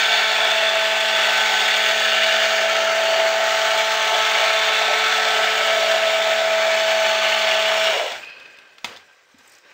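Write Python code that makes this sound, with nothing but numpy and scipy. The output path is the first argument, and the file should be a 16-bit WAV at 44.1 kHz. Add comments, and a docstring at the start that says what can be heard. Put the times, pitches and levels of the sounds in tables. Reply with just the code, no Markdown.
"""In a kitchen, a handheld stick blender whirs in thick batter in a stoneware pot, close below a small camera.
Tones locked to the shaft stand over noises for rasp and churn, which ring the housing.
The motor is let go and coasts down with a gurgle; the foot then knocks and drags on the pot as it stirs,
the shaft tube whines and gloves rustle. Resonances shape the knocks, and the room answers them.
The camera samples at half rate and fills the gaps with straight lines, which mirrors the treble."""
import sys
import numpy as np
from scipy import signal
from scipy.fft import rfft, irfft, next_fast_len
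from scipy.io import wavfile
from scipy.ndimage import uniform_filter1d, map_coordinates

SR = 44100
rng = np.random.default_rng(int(sys.argv[2]) if len(sys.argv) > 2 else 0)


def gain_from_decibels(decibels):
    """Convert decibel values to linear amplitude factors."""
    exponent = np.asarray(decibels, float) / 20
    return 10 ** exponent


def transcribe(u):
    """Save the signal u as a 16-bit wav file named by the first command-line argument.

    u: samples, shape (n,) or (channels, n), limited to [-1, 1]; the rate is SR.
    q: integer samples, one column per channel.
    """
    v = np.clip(np.atleast_2d(u).T, -1, 1)
    q = np.round(v * 32767).astype(np.int16)
    wavfile.write(sys.argv[1], SR, q)


N = 429093
TIME_S = np.arange(N) / SR
RELEASE_S, STALL_S = 7.91, 8.17  # the switch opens; the blades stall


def unit(x):
    """Scaled to rms 1."""
    return x / np.sqrt(np.mean(x ** 2) + 1e-20)


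def along(points, hz):
    """(frequency [Hz], value) points read on a log frequency axis."""
    f, v = np.transpose(points)
    return np.interp(np.log(hz + 1), np.log(f + 1), v)


def curves(rows):
    """One value per sample for each column after the time."""
    s, *columns = np.transpose(rows)
    return [np.interp(TIME_S, s, column) for column in columns]


def wobble(rate):
    """A smooth random curve, rate knots a second."""
    knots = rng.standard_normal(int(N * rate / SR) + 4)
    return map_coordinates(knots, [np.arange(N) * rate / SR])


def filtered(x, response):
    """x times a response given as a function of frequency."""
    m = next_fast_len(N + SR // 2)
    return irfft(rfft(x, m) * response(np.fft.rfftfreq(m, 1 / SR)), m)[..., :N]


def resonances(modes):
    """Causal response of (frequency [Hz], width [Hz], level [dB]) resonances, with alternating signs."""
    def response(f):
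        total = 0
        for k, (centre, width, db) in enumerate(modes):
            ring = 1j * f * width / (centre * centre - f * f + 1j * f * width)
            total = total + (-1) ** k * gain_from_decibels(db) * ring
        return total
    return response


def patchy(patchy_db, slow_db):
    """White noise with random patches of gain: short ones, and long narrow ones
    as the source moves among reflections."""
    z = signal.stft(rng.standard_normal(N), nperseg=512)[2]
    short = uniform_filter1d(uniform_filter1d(rng.standard_normal(z.shape), 6, 0), 8, 1)
    long = uniform_filter1d(uniform_filter1d(rng.standard_normal(z.shape), 2, 0), 120, 1)
    gain = gain_from_decibels(patchy_db * unit(short) + slow_db * unit(long))
    return signal.istft(z * gain, nperseg=512)[1][:N]


def coloured(x, spectrum):
    """x through a (frequency [Hz], level [dB]) spectrum, rms 1."""
    return unit(filtered(x, lambda hz: gain_from_decibels(along(spectrum, hz))))


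def fade(start_s, db_per_s):
    """1 until start, then a steady fall; a negative slope instead rises to reach 1 at start."""
    return gain_from_decibels(np.minimum(0, -db_per_s * (TIME_S - start_s)))


# narrow resonances of housing, shaft tube and pot that the noise sets ringing:
# (frequency [Hz], width [Hz], level over the noise [dB])
HOUSING_MODES = [(369, 18, 11.5), (406.4, 18, 13), (599, 13, 6), (1349, 15, 7), (1470, 13.3, 5.5),
                 (1750, 250, 3.5), (2300, 103, 4.5), (4460, 160, 1.5), (6660, 510, -2)]


def blender():
    """Shaft tones, over rasp and churn that share one uneven load and set the housing ringing."""
    turn = shaft_angle()
    lead_db, hum_db, swing_db = tone_levels()
    load = wobble(15)  # blades biting unevenly
    noise = rasp(turn, load) + churn(turn, load, order_6_swing_db=swing_db[2])
    noise = noise * fade(STALL_S, db_per_s=190)
    ringing = filtered(noise, lambda f: np.hypot(1, abs(resonances(HOUSING_MODES)(f))))
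    return motor_tones(turn, lead_db, hum_db, swing_db) + ringing


# motor speed under load, before the coast: (time [s], turns per second [Hz])
SHAFT_SPEED = [(0.3, 218.6), (1.6, 217.3), (2.5, 217.6), (2.8, 218.5), (4.6, 218.6), (5.3, 219.2),
               (5.8, 218.8), (6.15, 217.5), (7.6, 216.3), (7.85, 216.7)]


def shaft_angle():
    """Angle of the shaft in radians; its speed sinks once the power is off."""
    hz, = curves(SHAFT_SPEED)
    return 2 * np.pi * np.cumsum(hz * fade(RELEASE_S, db_per_s=22)) / SR


# three leading shaft orders swell and sink as the blender is moved about:
# (time [s], order 3 [dB rms], order 4 [dB rms], order 6 [dB rms])
LEAD_ORDERS = [(0.13, -34, -35, -40), (0.42, -29, -32, -34), (0.77, -24, -34, -39), (1.5, -36, -31, -42),
               (1.96, -29, -38, -35), (2.27, -26, -41, -43), (2.78, -23, -37, -34), (3.19, -21, -32, -37),
               (3.86, -27, -31, -34), (4.2, -31, -30, -31), (4.57, -25, -34, -31), (5.0, -35, -35, -29),
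               (5.38, -33, -40, -28), (5.91, -21, -41, -32), (6.51, -21, -36, -34), (7.04, -22, -33, -44),
               (7.23, -25, -33, -44), (7.85, -23, -36, -38)]
# mains hum while the motor runs: (time [s], level [dB rms])
HUM_LEVEL = [(0.3, -79), (1.1, -66), (3.0, -67), (4.6, -85), (5.4, -75), (7.4, -66), (7.85, -71)]


def tone_levels():
    """Levels of the lead orders and the hum, and how far all four swing about their usual levels."""
    lead_db = np.array(curves(LEAD_ORDERS))
    hum_db, = curves(HUM_LEVEL)
    lead_swing_db = lead_db - np.mean(LEAD_ORDERS, axis=0)[1:, None]
    hum_swing_db = hum_db - np.mean(HUM_LEVEL, axis=0)[1]
    return lead_db, hum_db, np.vstack([lead_swing_db, hum_swing_db])


# other orders that follow the lead orders and the hum:
# (multiple of the shaft speed, usual level [dB rms], then gain per dB of orders 3, 4, 6 and the hum [dB/dB])
FOLLOWING_ORDERS = [(1, -51, -.1, -.22, -.15, .14), (2, -41, -.2, -.24, .4, -.1),
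                    (5, -43.5, .2, .3, .35, -.42), (7, -33, -.62, -.23, -.35, 0)]
# higher orders: (multiple of the shaft speed, level [dB rms])
UPPER_ORDERS = [(8, -38.5), (9, -45), (10, -42), (11, -46)]
# the mains ripple beats with the shaft:
# (multiple of the shaft speed, ripple steps added, usual level [dB rms])
RIPPLE_BEATS = [(1, -1, -73), (1, 1, -62), (3, -1, -50), (3, 1, -45)]


def motor_tones(turn, lead_db, hum_db, swing_db):
    """Sines at multiples of the shaft speed, their beats with the motor's torque ripple, and mains hum."""
    ripple_hz, beats_follow = 120, 0.4  # the beats follow the hum [dB/dB]
    ripple = 2 * np.pi * ripple_hz * TIME_S
    orders = list(zip((3, 4, 6), lead_db))
    orders += [(k, db + np.dot(per_db, swing_db)) for k, db, *per_db in FOLLOWING_ORDERS]
    orders += UPPER_ORDERS
    tones = np.zeros(N)
    for k, db in orders:
        phase = 0.065 * wobble(30) + rng.uniform(0, 2 * np.pi)
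        tones += gain_from_decibels(db + 1.0 * wobble(25)) * np.sin(k * turn + phase)
    for k, step, db in RIPPLE_BEATS:
        beat_db = db + beats_follow * swing_db[-1] + 2.7 * wobble(1.23)
        tones += gain_from_decibels(beat_db) * np.sin(k * turn + step * ripple)
    tones *= fade(RELEASE_S, db_per_s=330)  # they die with the magnetic pull
    hum = gain_from_decibels(hum_db) * np.sin(ripple) * fade(RELEASE_S, db_per_s=200)
    return np.sqrt(2) * (tones + hum)  # sine peaks from rms levels


# rasp of gears, brushes and fan: (frequency [Hz], relative level per Hz [dB])
RASP_SPECTRUM = [(700, -41.5), (1000, -13), (1150, -4), (1300, 0.5), (1800, -1), (2350, -0.5), (2420, 0),
                 (2800, 4), (3100, 1.5), (3700, -2.5), (5000, -9.5), (7000, -11), (8000, -15), (10000, -33)]
# rasp while the motor runs: (time [s], level [dB])
RASP_LEVEL = [(0, -20.5), (0.9, -23), (1.45, -21), (1.9, -21.5), (2.4, -21.5), (2.75, -22.5), (3.3, -23.5),
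              (3.6, -21), (3.9, -22), (4.3, -21), (5.1, -21), (5.7, -22), (6.5, -24.4), (7.1, -22),
              (7.5, -21), (7.9, -22)]
# the strongest housing resonance, heard when the vents face the camera:
# (frequency [Hz], width [Hz], level [dB])
VENT_MODE = [(3486, 200, 0)]
# that ring over the rasp: (time [s], level [dB])
VENT_LEVEL = [(0, -4.5), (1.8, -3), (2.45, -7), (2.75, -13), (3.3, -16), (3.8, -7.5), (6.3, -5.5),
              (7.9, -11.5)]


def rasp(turn, load):
    """Noise of gears, brushes and fan that flutters with each turn, plus a ring through the vents."""
    flutter_db = 0.3 * load + 0.78 * wobble(120) + 1.0 * wobble(1500)
    turn_db = 0.36 * np.sin(turn) + 0.3 * np.sin(2 * turn) + 0.25 * np.sin(3 * turn)
    teeth = gain_from_decibels(flutter_db + turn_db)
    (rasp_db,), (vent_db,) = curves(RASP_LEVEL), curves(VENT_LEVEL)
    hiss = coloured(teeth * patchy(0.82, 2.0), RASP_SPECTRUM)
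    vents = unit(filtered(teeth * patchy(0.82, 1.8), resonances(VENT_MODE)))
    return gain_from_decibels(rasp_db) * (hiss + gain_from_decibels(vent_db) * vents) * fade(RELEASE_S, db_per_s=46)


# batter churning in the pot: (frequency [Hz], relative level per Hz [dB])
CHURN_SPECTRUM = [(30, -58), (70, -44), (160, -32.5), (300, -28), (400, -21), (550, -9), (700, 4),
                  (800, -1.5), (1000, -6), (1400, -39)]


def churn(turn, load, order_6_swing_db):
    """Low noise of batter, pulsing with each turn; it grows a little with order 6."""
    usual_db, follow, surge_db, surge_s = -29.5, 0.063, 4.5, 0.07  # follow [dB/dB]
    surge = surge_db * np.clip((TIME_S - RELEASE_S) / surge_s, 0, 1)  # just after the release
    pulse = gain_from_decibels(0.95 * load + 0.96 * wobble(40) + 1.1 * np.sin(turn))
    batter = coloured(pulse * patchy(1.34, 1.13), CHURN_SPECTRUM)
    gain = gain_from_decibels(usual_db + follow * order_6_swing_db + surge)
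    return gain * batter * fade(RELEASE_S + surge_s, db_per_s=66)


def gurgle():
    """As the blades slow the vortex collapses in uneven low gulps: noise through a steep resonance."""
    gulps = gain_from_decibels(2.5 * wobble(28)) * rng.standard_normal(N)
    low = unit(filtered(gulps, lambda f: resonances([(560, 330, 0)])(f) ** 3))
    return gain_from_decibels(-30) * low * fade(7.93, db_per_s=-450) * fade(8.06, db_per_s=167)


# blows of the foot on the pot: (time [s], blow level [dB], thud level over the blow [dB],
# t60 [s], the spot struck favours modes near [Hz])
POT_KNOCKS = [(8.1192, -18, -19, 0.024, 3400), (8.2462, -30, -28.5, 0.02, 3200),
              (8.3, -34, -30, 0.02, 4200), (8.3994, -35, -30, 0.025, 3180), (8.4607, -39, -30, 0.02, 3200),
              (8.5715, -38, -30, 0.02, 3400), (8.5869, -33, -29, 0.03, 2040),
              (8.782, -34, -30, 0.043, 2300), (8.8443, -12, -17, 0.047, 2400),
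              (8.963, -30, -27, 0.03, 3300), (8.971, -29.5, -34, 0.024, 3530), (9.343, -47, 8, 0.03, 1930),
              (9.3894, -47, -16, 0.03, 3800)]
# pot wall: (frequency [Hz], width [Hz], level [dB])
POT_WALL = [(990, 1240, 0.5), (3800, 2300, 3), (8540, 5200, -15)]
# short ring of pot and foot: (frequency [Hz], level before the spot's weighting [dB])
CLINK_MODES = [(535, 0), (940, -1), (1340, -7), (2100, -8), (2550, -11), (3180, -8), (3500, -5),
               (4300, -13), (4880, -8), (6100, -13)]
# worktop under the pot: (frequency [Hz], level [dB], t60 [s], rise [s])
WORKTOP_MODES = [(248, -1.5, 0.051, .002), (92.5, -14, 0.27, .04)]


def knocks():
    """Each blow: a burst into the pot wall, a short ring set by the spot struck, a thud through the worktop.
    The room answers the burst and the thud."""
    crack, ring, thud = np.zeros((3, N + SR))
    t = np.arange(SR // 4) / SR
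    spot_db_per_octave = 11
    for s, db, thud_db, t60, spot_hz in POT_KNOCKS:
        blow = gain_from_decibels(db - 60 * t / t60) * (1 - np.exp(-t / 0.00023))
        here = slice(round(s * SR), round(s * SR) + len(t))
        crack[here] += gain_from_decibels(-2.5) * blow * rng.standard_normal(len(t))
        for f, mode_db in CLINK_MODES:
            gain = gain_from_decibels(mode_db - spot_db_per_octave * abs(np.log2(f / spot_hz)))
            ring[here] += blow * gain * np.sin(2 * np.pi * f * t)
        for f, mode_db, life, rise in WORKTOP_MODES:
            decay = gain_from_decibels(db + thud_db + mode_db - 60 * t / life)
            thud[here] += decay * np.sin(2 * np.pi * f * t) * (1 - np.exp(-t / rise))
    body = filtered(crack[:N], resonances(POT_WALL)) + thud[:N]
    return body + ring[:N] + gain_from_decibels(-5.5) * kitchen(body)


# one spectrum for each whine of the shaft tube, low then high with faint partners; stirring() squares the
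# response, which doubles the dB and narrows the peaks: (frequency [Hz], width [Hz], level [dB])
WHINE_MODES = [
    [(1575, 130, 1)],
    [(2520, 170, 0.1), (2950, 120, -6), (3145, 50, -3.5), (4230, 250, -9), (4870, 200, -9)],
]
# foot dragging through batter, with room hiss: (frequency [Hz], relative level per Hz [dB])
DRAG_SPECTRUM = [(40, -25), (90, -15), (250, -10), (500, 0), (900, -3), (2000, 0.5), (3500, -5.5),
                 (5000, -12.5), (7000, -21), (10000, -32)]
# glove rustle: (frequency [Hz], relative level per Hz [dB])
RUSTLE_SPECTRUM = [(1000, -30), (3000, -18), (5000, 2), (8200, -2), (10000, -12)]


def stirring():
    """The shaft tube whines as it slows and rubs; the foot drags through batter; the gloves rustle."""
    *whine_gains, drag_gain, rustle_gain = effort()
    slips = gain_from_decibels(0.67 * wobble(45) + 0.84 * wobble(300))
    whine = np.zeros(N)
    for gain, modes in zip(whine_gains, WHINE_MODES):
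        rubbing = slips * rng.standard_normal(N)
        whine += gain * unit(filtered(rubbing, lambda f: resonances(modes)(f) ** 2))
    whine *= fade(8.23, db_per_s=-500)  # sets in just after the stall
    drag = coloured(slips * patchy(1.0, 1.0), DRAG_SPECTRUM)
    rustle = coloured(gain_from_decibels(1.6 * wobble(30) + 1.4 * wobble(500)) * patchy(2.5, 1.5), RUSTLE_SPECTRUM)
    mix = whine + drag_gain * drag + rustle_gain * rustle
    return mix * fade(STALL_S, db_per_s=-150)


# the last turns die away, rows low whine, high whine, drag, rustle: (level at the stall [dB], fall [dB/s])
COAST_FALL = [(-46, 24), (-35.5, 41), (-42, 24), (-51, 72)]
# what stays of the same four while the blender idles in the batter: level [dB]
REST_LEVEL = [-67, -84, -57.5, -63]
# stirring strokes: (time [s], hold [s], low whine level [dB], drag level [dB], rustle level [dB])
STIR_STROKES = [(8.836, 0.095, -55, -40, -60), (9.0, 0.12, -60, -63, -68), (9.38, .2, -63, -55, -57.5),
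                (9.63, .12, -57, -53, -69)]


def effort():
    """Gain of low whine, high whine, drag and rustle: rest, the dying coast and each stroke, added as powers."""
    attack_s, release_db_per_s, high_whine_db = 0.017, 170, -3  # high whine over the low one
    power = np.array([gain_from_decibels(rest_db) ** 2 + (gain_from_decibels(db) * fade(STALL_S, fall)) ** 2
                      for rest_db, (db, fall) in zip(REST_LEVEL, COAST_FALL)])
    for s, hold, whine_db, drag_db, rustle_db in STIR_STROKES:
        shape = np.clip((TIME_S - s) / attack_s, 0, 1) * fade(s + hold, release_db_per_s)
        peak = gain_from_decibels([[whine_db], [whine_db + high_whine_db], [drag_db], [rustle_db]])
        power += (peak * shape) ** 2
    return np.sqrt(power)


# a glove creases: (time [s], level before a 2.5 dB cut and the burst's envelope [dB], centre [Hz])
GLOVE_CREASES = [(9.3841, -45, 7150), (9.4759, -42, 8000), (9.4948, -41, 7940), (9.5188, -40, 8230),
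                 (9.5344, -47, 8490), (9.5502, -40, 5880), (9.5841, -46, 6900)]


def gloves():
    """Each crease is a short burst of treble hiss, strongest around its own pitch."""
    out, t = np.zeros(N + SR), np.arange(SR // 20) / SR
    for s, db, hz in GLOVE_CREASES:
        smooth_noise = uniform_filter1d(rng.standard_normal(len(t)), size=24)
        grain = unit(smooth_noise * np.sin(2 * np.pi * hz * t))
        envelope = gain_from_decibels(db - 2.5 - 60 * t / 0.035) * (1 - np.exp(-t / 0.001))
        out[round(s * SR):][:len(t)] += envelope * grain
    return out[:N]


# decay of the room: (frequency [Hz], t60 [s])
KITCHEN_DECAY = [(200, 0.43), (2000, 0.22), (9000, 0.3)]


def kitchen(x):
    """The room's answer: a noise tail, 250 samples late, in which each frequency dies at its own speed."""
    hz, t, z = signal.stft(rng.standard_normal(SR // 2), SR, nperseg=256)
    decay = gain_from_decibels(-60 * t / along(KITCHEN_DECAY, hz)[:, None])
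    tail = signal.istft(z * decay, SR, nperseg=256)[1]
    return signal.fftconvolve(np.pad(x, (250, 0)), tail / np.linalg.norm(tail))[:N]


def scene():
    """Blender, gurgle, knocks, stirring and gloves, as one channel."""
    return (blender() + gurgle() + knocks() + stirring() + gloves())[None]


def top_cut(x):
    """Nothing passes above the cut-off."""
    return signal.sosfilt(signal.butter(12, 16540, fs=SR, output="sos"), x)


def record(dry):
    """Steep filter and low cut, every second sample kept, the others set halfway between, band limit."""
    def steep_edges(hz):
        return np.exp(-(hz / 10450) ** 40) / (1 + (30 / (hz + 1)) ** 2)
    smooth = filtered(dry[0], steep_edges)
    n = np.arange(N)
    doubled = np.interp(n, n[1::2], smooth[1::2])  # straight lines mirror the treble about SR / 4
    top_hz = 15730
    mix = filtered(doubled, lambda hz: hz < top_hz)[None]
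    return top_cut(mix)


dry = scene()
out = record(dry)
transcribe(out)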